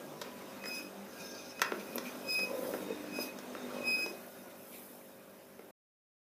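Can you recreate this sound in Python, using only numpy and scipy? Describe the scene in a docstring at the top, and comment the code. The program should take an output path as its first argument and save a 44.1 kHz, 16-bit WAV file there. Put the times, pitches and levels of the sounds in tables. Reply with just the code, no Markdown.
"""On a plywood layout, a small model locomotive rolls past close to a camera.
Its motor knocks make the boards throb and boom; its metal wheels are noise that rings at their own pitches.
Sine tones make the squeals and whines, and short noise bursts make the clicks at rail joints.
A low hum of sine waves, soft scuffs, treble hiss and room boom lie behind.
The sound fades and is then cut off."""
import sys
import numpy as np
from scipy import signal
from scipy.fft import rfft, irfft, next_fast_len
from scipy.io import wavfile
from scipy.ndimage import uniform_filter1d, map_coordinates

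SR = 44100
rng = np.random.default_rng(int(sys.argv[2]) if len(sys.argv) > 2 else 0)


def file_out(sig):
    """Save sig as 16-bit WAV at sys.argv[1]."""
    # one column per channel
    cols = np.atleast_2d(sig).T
    # limit, then scale
    lim = np.clip(cols, -1, 1)
    pcm = np.round(lim * 32767).astype(np.int16)
    wavfile.write(sys.argv[1], SR, pcm)


def gain_from_db(level_db):
    """Turn a decibel level (scalar or array-like) into a linear amplitude factor."""
    decades = np.asarray(level_db, float) / 20
    return 10 ** decades


N = 276948  # length in samples

# how strongly the engine is heard as it nears, passes and leaves:
# (t/s, level/dB of the rolling noise between 800 and 2200 Hz)
PASSING = [(0.0, -57.5), (0.28, -57.5), (0.39, -55.5), (0.89, -57.5), (1.28, -58), (1.53, -59),
           (1.88, -56.5), (2.19, -54), (2.36, -56.5), (2.58, -52.5), (2.84, -53), (3.03, -54), (3.34, -56),
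           (3.8, -52.5), (4.33, -60.5), (5.55, -65)]


def unit(x):
    """Scales a sound to rms 1."""
    return x / np.sqrt(np.mean(x ** 2) + 1e-20)


def along(points, hz):
    """Reads a curve of (f/Hz, value) points, with frequency on a log axis."""
    f, v = np.transpose(points)
    return np.interp(np.log(hz + 1), np.log(f + 1), v)


def curves(rows):
    """Gives one value per sample for each column after the time."""
    times, *columns = np.transpose(rows)
    return [np.interp(np.arange(N) / SR, times, column) for column in columns]


def wobble(rate):
    """A smooth random curve through rate random points a second."""
    points = rng.standard_normal(int(N * rate / SR) + 4)
    return map_coordinates(points, [np.arange(N) * rate / SR])


def filtered(x, response):
    """Changes each frequency of x by a response, a function of frequency in Hz."""
    m = next_fast_len(N + SR // 2)
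    return irfft(rfft(x, m) * response(np.fft.rfftfreq(m, 1 / SR)), m)[..., :N]


def modes(table):
    """Response of objects that ring at (f/Hz, width/Hz, gain/dB), with alternating signs."""
    def response(f):
        total = 0
        for k, (centre, width, db) in enumerate(table):
            total = total + (-1) ** k * gain_from_db(db) * 1j * f * width / (centre * centre - f * f + 1j * f * width)
        return total
    return response


def unit_in(x, low_hz, high_hz):
    """Scales a sound so that one frequency band has rms 1."""
    return x / np.std(filtered(x, lambda f: (f > low_hz) & (f < high_hz)))


def patchy(patchy_db):
    """White noise whose strength varies in random patches of time and frequency."""
    z = signal.stft(rng.standard_normal(N), nperseg=512)[2]
    patches = uniform_filter1d(rng.standard_normal(z.shape), 5, 0)
    patches = uniform_filter1d(patches, 8, 1)
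    return signal.istft(z * gain_from_db(patchy_db * unit(patches)), nperseg=512)[1][:N]


def follows(db, slope):
    """Level in dB that swings with the pass: db at a rolling level of -57 dB, slope dB per dB around it."""
    return db + slope * (curves(PASSING)[0] + 57)


def bump(middle, length):
    """A smooth swell from 0 to 1 and back."""
    return np.cos(np.pi * np.clip((np.arange(N) / SR - middle) / length, -.5, .5)) ** 2


def room(x):
    """The room answers with a noise tail in which each frequency dies at its own speed."""
    # time to fall by 60 dB: (f/Hz, t60/s)
    decay_times = [(200, 0.92), (2000, 0.37), (10000, 0.054)]
    hz, t, z = signal.stft(rng.standard_normal(SR // 2), SR, nperseg=256)
    fall = gain_from_db(-60 * t / along(decay_times, hz)[:, None])
    tail = signal.istft(z * fall, SR, nperseg=256)[1]
    delayed = np.pad(x, (200, 0))  # 200 samples late
    return signal.fftconvolve(delayed, tail / np.linalg.norm(tail))[:N]


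def hum():
    """A low buzz: sine waves at multiples of one pitch, each slightly unsteady, rise and fall with the pass."""
    # mix of the sine waves: (multiple of 49 Hz, relative level/dB)
    multiples = [(1, -37), (2, -18), (3, -4.5), (4, 2.5), (5, 5.5), (6, -0.5), (7, -7), (8, 6.5), (9, 1.5),
                 (10, -14.5), (11, 7.5), (12, 3.5), (13, 3), (14, -13.5), (15, -22), (16, -32.5), (17, -14),
                 (18, -11)]
    phase = 2 * np.pi * 49 * np.arange(N) / SR
    lines = np.zeros(N)
    for k, db in multiples:
        lines += gain_from_db(db + 1.0 * wobble(1.5)) * np.sin(k * phase + rng.uniform(0, 2 * np.pi))
    return gain_from_db(follows(-55, 0.44)) * unit(lines)


def room_boom():
    """Low noise wavers in level and swells gently with the pass."""
    # colour of the boom: (f/Hz, relative level/dB)
    boom_colour = [(15, -61.5), (25, -34.5), (38, -30.5), (64, -6.5), (97, -0.5), (130, 0), (170, -29.5),
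                   (290, -120)]
    boom = filtered(rng.standard_normal(N), lambda f: gain_from_db(along(boom_colour, f)))
    return gain_from_db(follows(-73, 0.49) + 2.5 * wobble(5.9)) * unit(boom)


def treble_hiss(sizzle):
    """Flickering high noise follows the pass and gains strength while a wheel drags."""
    # colour of the hiss: (f/Hz, relative level/dB)
    hiss_colour = [(2940, -28.5), (5000, -30.5), (7040, -12), (8930, -8.5), (9630, -4), (13400, -0.5),
                   (15300, -3)]
    flickering = patchy(patchy_db=-0.6) * gain_from_db(1.1 * wobble(300))
    hiss = filtered(flickering, lambda f: gain_from_db(along(hiss_colour, f)))
    return (gain_from_db(follows(-69, 0.41)) + sizzle) * unit_in(hiss, 10600, 12200)


def scuffs():
    """Short brushes of noise with a quick rise and a slower fall."""
    # soft scuffs: (t/s, length/s, middle level/dB, treble level/dB)
    brushes = [(0.233, .12, -59, -67.5), (3.202, 0.09, -51.5, -46), (4.71, 0.15, -57, -58.5),
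               (4.5, 0.036, -61, -62.5), (1.79, .05, -54, -68.5), (2.04, 0.1, -51, -60.5)]
    t, levels = np.arange(N) / SR, np.zeros((2, N))
    for start, length, *levels_db in brushes:
        u = np.clip((t - start) / length, 0, None) * 4  # the peak comes at u = 1
        levels += gain_from_db(np.array(levels_db))[:, None] * u * np.exp(1 - u)
    middle = unit(filtered(patchy(patchy_db=-3.5), modes([(2365, 520, 3.0), (4490, 4800, -7.5)])))
    treble = unit(filtered(patchy(patchy_db=3.0), lambda f: modes([(12500, 6000, 0)])(f) ** 2))
    return levels[0] * middle + levels[1] * treble


def whines():
    """Thin whines of gears and wheels: sines that swell and die, wavering a little in pitch and strength."""
    # whines before wavering: (start t/s, end t/s, f/Hz, level/dB)
    thin_tones = [(0, 0.08, 1620, -62), (.1, 0.616, 993, -63), (0.89, 1.136, 201, -58),
                  (1.113, 1.485, 1614, -60), (1.15, 1.599, 3670, -69.5), (1.18, 1.556, 6200, -61.5),
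                  (2.261, 2.363, 950, -75), (2.43, 2.665, 1008, -56.5), (2.8, 3, 3700, -63),
                  (3.694, 3.92, 1080, -59.5), (4.15, 4.604, 1445, -69), (4.253, 4.547, 3700, -75)]
    t, out = np.arange(N) / SR, np.zeros(N)
    for start, end, hz, db in thin_tones:
        progress = np.clip((t - start) / (end - start), 0, 1)
        swell = np.sqrt(np.sin(np.pi * progress).clip(0))
        phase = 2 * np.pi * hz * np.cumsum(1 + 0.0033 * wobble(60)) / SR
        out += gain_from_db(db + 2.1 * wobble(45)) * swell * np.sqrt(2) * np.sin(phase)
    return out


def rolling_noise():
    """Broad, slightly patchy noise of the rolling wheels, at the level of the pass."""
    # colour of the rolling: (f/Hz, relative level/dB)
    rolling_colour = [(82, -40.5), (140, -14.5), (195, -0.5), (391, -2), (412, -9), (526, -2.5), (772, -7),
                      (1450, -11.5), (3220, -20.5), (5240, -24.5), (9000, -27.5), (11700, -46),
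                      (19800, -120)]
    roll = filtered(patchy(patchy_db=2.0), lambda f: gain_from_db(along(rolling_colour, f)))
    return gain_from_db(curves(PASSING)[0]) * unit_in(roll, 800, 2200)


def drags():
    """Strength of the extra rub and of the extra treble hiss while a wheel drags."""
    # drags: (middle t/s, length/s, rub level/dB, treble hiss level/dB)
    drag_times = [(.76, 0.25, -61, -68), (1.233, 0.22, -70.5, -71), (1.367, 0.78, -62, -85.5),
                  (1.96, 1, -70.5, -72.5), (2.39, 0.4, -62.5, -69), (2.682, 0.48, -102, -62),
                  (3.211, 0.22, -61.5, -68.5), (4.01, 0.45, -67.5, -70.5), (4.3, 0.67, -90, -73.5),
                  (4.776, 0.54, -90, -65.5), (5.004, .5, -99, -76)]
    strengths = np.zeros((2, N))
    for middle, length, rub_db, hiss_db in drag_times:
        strengths += gain_from_db([[rub_db], [hiss_db]]) * bump(middle, length)
    return strengths


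def rubbing(drag):
    """Gritty rubbing noise rings the wheels and one thin rim tone; a dragging wheel strengthens both."""
    # wheel resonances: (f/Hz, width/Hz, relative gain/dB)
    wheel_modes = [(1430, 61, 1), (1620, 7.5, 8), (2479, 94, 3), (3680, 50, -4), (3920, 140, -8.5),
                   (5126, 410, -1.5), (6295, 430, -3.5), (9870, 170, -7)]
    rub = filtered(patchy(patchy_db=3) * gain_from_db(1.3 * wobble(60)), modes(wheel_modes))
    rim = filtered(patchy(patchy_db=6.5), modes([(3700, 76, 0)]))
    rub_level = gain_from_db(follows(-71, 1.05)) + drag
    rim_level = gain_from_db(follows(-72.5, 1.4)) + gain_from_db(-12.5) * drag
    return rub_level * unit_in(rub, 5700, 6800) + rim_level * unit(rim)


def boards():
    """The motor knocks the plywood: two board resonances all along, and loose stretches that boom up in passing."""
    # motor speed before a slight waver: (t/s, knock rate f/Hz)
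    motor_speed = [(0, 49.66), (1.55, 49.3), (1.72, 52.5), (1.9, 49.73), (2.43, 49.6), (2.7, 51.7),
                   (2.95, 49.9), (3.68, 50.23), (3.9, 48.36), (3.98, 49.93), (4.13, 49), (5.7, 49)]
    # loose boards under the engine: (middle t/s, length/s, level/dB, resonance f/Hz)
    loose_boards = [(.1, 0.74, -61.5, 158), (0.278, 0.093, -48, 418), (0.616, 0.29, -53.5, 207),
                    (0.844, 0.19, -53, 320), (1.002, .3, -64, 190), (1.78, 0.31, -55, 212),
                    (2.0, 0.61, -49.5, 236), (2.265, .12, -49, 570), (2.6, 0.51, -41, 535),
                    (2.617, 0.21, -50, 270), (2.823, 0.28, -55, 505), (2.912, .1, -44, 460),
                    (2.96, 0.86, -49, 290), (2.951, 1, -58, 200), (3.196, 0.25, -46.5, 272),
                    (3.621, 1, -53, 240), (3.722, 0.59, -57, 395), (3.785, 0.34, -45.5, 560),
                    (4.074, 0.12, -51, 315)]
    deep_hz, upper_hz = 253, 454
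    turns = np.cumsum(curves(motor_speed)[0] * (1 + .003 * wobble(12))) / SR
    new_turn = np.diff(np.floor(turns), prepend=0) > 0
    knocks = unit(new_turn * gain_from_db(1.2 * wobble(43)))
    knock_share = .85  # the rest of the driving power is patchy noise
    drive = np.sqrt(knock_share) * knocks + np.sqrt(1 - knock_share) * patchy(patchy_db=5.0)

    def ring(hz, width_hz):
        return unit(filtered(drive, lambda f: 1 / (1 + (2 * (f - hz) / width_hz) ** 2) ** 2))

    out = gain_from_db(follows(-64.5, 1.5) + 1.5 * wobble(7)) * ring(deep_hz, width_hz=150)
    out += gain_from_db(follows(-61.5, 1.6) + 1.5 * wobble(7)) * ring(upper_hz, width_hz=300)
    for middle, length, db, hz in loose_boards:
        width_hz = np.interp(hz, [deep_hz, upper_hz], [44, 144])  # higher booms are broader
        out += gain_from_db(db) * bump(middle, length) * ring(hz, width_hz)
    return out


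def joints():
    """Each wheel drop gives a knock, a thud in the boards, a ring of the rim and a thin spit; a tick is mostly spit."""
    # rail joints, strength of the blow before it rings: (t/s, knock/dB, thud/dB, ring/dB, t60/s)
    rail_joints = [(0.2146, -35.5, -46.5, -43, 0.05), (.6395, -34.5, -60, -49.5, 0.017),
                   (0.657, -35.5, -52.5, -44.5, 0.021), (1.5943, -28.5, -61, -45, 0.01),
                   (1.6166, -15.5, -40.5, -28, 0.031), (1.6844, -49, -46, -63.5, 0.0081),
                   (1.7202, -26, -31.5, -52.5, 0.014), (1.981, -29, -36, -37.5, 0.02),
                   (2.391, -38.5, -47, -48.5, 0.04), (2.737, -39, -40, -60, 0.049),
                   (3.0784, -54, -58, -66, 0.014), (3.1877, -47, -39.5, -54, 0.029),
                   (3.3877, -62, -47.5, -49, 0.024), (3.4697, -60, -72, -70, 0.0084),
                   (3.5501, -36.5, -40.5, -59.5, 0.02), (4.0617, -53, -40.5, -47.5, 0.027),
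                   (5.5932, -45, -47.5, -69, 0.014)]
    # thin high ticks, strength before ringing: (t/s, spit/dB)
    thin_ticks = [(1.9573, -40), (2.6392, -53), (4.2643, -55), (4.783, -60)]
    # resonances of the knock, the boards and the rim: each (f/Hz, width/Hz, gain/dB)
    knock_modes = [(970, 170, 9.5), (1350, 160, 16), (1934, 760, 12)]
    board_modes = [(301, 220, 17), (500, 200, 27.5)]
    rim_modes = [(2400, 43, 7), (3580, 950, 17), (5500, 1100, 20.5), (6550, 2700, 14.5)]
    t = np.arange(SR // 5) / SR
    blows = np.zeros((4, N + SR))  # rows: knock, thud, ring, spit
    drops = [(s, [knock, thud, ring, ring - 14], t60) for s, knock, thud, ring, t60 in rail_joints]
    ticks = [(s, [db - 11, db - 3, db - 18.5, db], 0.019) for s, db in thin_ticks]
    for start, levels_db, t60 in drops + ticks:
        burst = rng.standard_normal((4, len(t))) * gain_from_db(-60 * t / max(t60, .004))
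        burst[1, 0] += 6 * np.sign(burst[1, 0])  # the boards take one firm push
        first = round(start * SR)
        blows[:, first:first + len(t)] += gain_from_db(np.array(levels_db))[:, None] * burst

    def dull(f):  # softens the treble
        return 1 / (1 + 1j * f / 3000) ** 2

    def high(f, hz):  # thins out what lies below hz
        return (1j * f / hz / (1 + 1j * f / hz)) ** 2

    knock = filtered(blows[0, :N], lambda f: modes(knock_modes)(f) * dull(f) * high(f, 460))
    thud = filtered(blows[1, :N], lambda f: modes(board_modes)(f) * dull(f) * high(f, 100))
    ring = filtered(blows[2, :N], lambda f: modes(rim_modes)(f) * high(f, 2300) / (1 + 1j * f / 8000) ** 2)
    spit = filtered(blows[3, :N], lambda f: modes([(12200, 3500, 8.5)])(f) ** 2)
    return knock + thud + ring + spit


def squeal():
    """A wheel flange sticks and slips at a wheel mode: two clear partials, the higher ones blurred."""
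    # the flange grips, often twice in a row: (start t/s, hold/s, level/dB, octave over it/dB)
    grips = [(0.649, 0.015, -47.5, -17), (0.677, 0.0097, -57, 13), (.715, 0.074, -44, -3.5),
             (0.827, 0.042, -56, -3), (1.57, 0.06, -56, -12.5), (1.645, 0.043, -50, -6.5),
             (2.303, 0.041, -40, 2.5), (2.361, 0.078, -34, -8), (2.48, .02, -52.5, -7),
             (2.838, .01, -61, -17.5), (2.909, .01, -57, -26), (3.151, 0.034, -44.5, -7),
             (3.211, 0.013, -47, 5), (3.282, 0.017, -51.5, -23), (3.772, 0.0079, -54.5, -11),
             (3.879, 0.075, -33, -7.5), (3.985, 0.06, -36.5, -7), (4.086, 0.014, -49.5, -3),
             (4.144, 0.038, -60.5, -18)]
    # blurred partials: (multiple of the pitch, level over a shared base/dB, blur in random points per s)
    higher_partials = [(3, -8, 300), (4, -1, 500), (5, -11, 500), (6, -2, 1300)]
    pitch_hz, rise_db_per_s, fall_db_per_s = 2522.5, 330, 378
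    t = np.arange(N) / SR
    flutter, drift = wobble(120), wobble(150)
    start, hold, db, octave_over_db = np.transpose(grips)[:, :, None]
    rise_db = rise_db_per_s * (start - t).clip(0)
    fall_db = fall_db_per_s * (t - start - hold).clip(0)
    grip_db = db - rise_db - fall_db
    level_db = grip_db.max(axis=0)  # the strongest grip wins
    # the overtones die faster than the tone
    octave_db = (grip_db + octave_over_db + .6 * (grip_db - db)).max(axis=0)
    phase = 2 * np.pi * np.cumsum(pitch_hz + 6 * drift) / SR
    # a weak squeal stutters, a strong one holds
    shake_db = flutter * np.interp(level_db, [-52, -36], [2.6, 1.1])
    tone = gain_from_db(level_db + shake_db) * np.sin(phase)
    tone += gain_from_db(octave_db + 0.49 * shake_db) * np.sin(2 * phase)
    # above an octave level of -50 dB the higher partials lose this share of the growth
    squeeze = 0.28
    base_db = octave_db - 8 - squeeze * (octave_db + 50).clip(0)
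    for k, over_db, blur_rate in higher_partials:
        blur = unit(wobble(blur_rate) + 0.099)
        tone += gain_from_db(base_db + over_db) * blur * np.sin(k * phase)
    return np.sqrt(2) * tone


def scene():
    """Clicks and squeals ring in the room over the hum, noise, whines and throbbing boards."""
    drag, sizzle = drags()
    background = hum() + room_boom() + treble_hiss(sizzle) + scuffs() + whines()
    engine = rolling_noise() + rubbing(drag) + boards()
    clicks, whistle = joints(), squeal()
    echo = room(gain_from_db(-8.5) * clicks + gain_from_db(-21) * whistle)
    return (background + engine + clicks + whistle + echo)[None]


def low_pass(x):
    """Removes everything above the highest recorded frequency."""
    return signal.sosfilt(signal.butter(12, 15980, fs=SR, output="sos"), x)


def record(dry):
    """The camera weakens the lowest bass and drops all above its band limit; the sound is then cut off."""
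    top_hz, bass_hz, end_s, cut_s = 15350, 40, 5.712, 0.0045
    cut = np.clip((end_s - np.arange(N) / SR) / cut_s, 0, 1)
    heard = filtered(dry, lambda f: (f < top_hz) * (1j * f / bass_hz / (1 + 1j * f / bass_hz)))
    return low_pass(heard * cut)


dry = scene()
out = record(dry)
file_out(out)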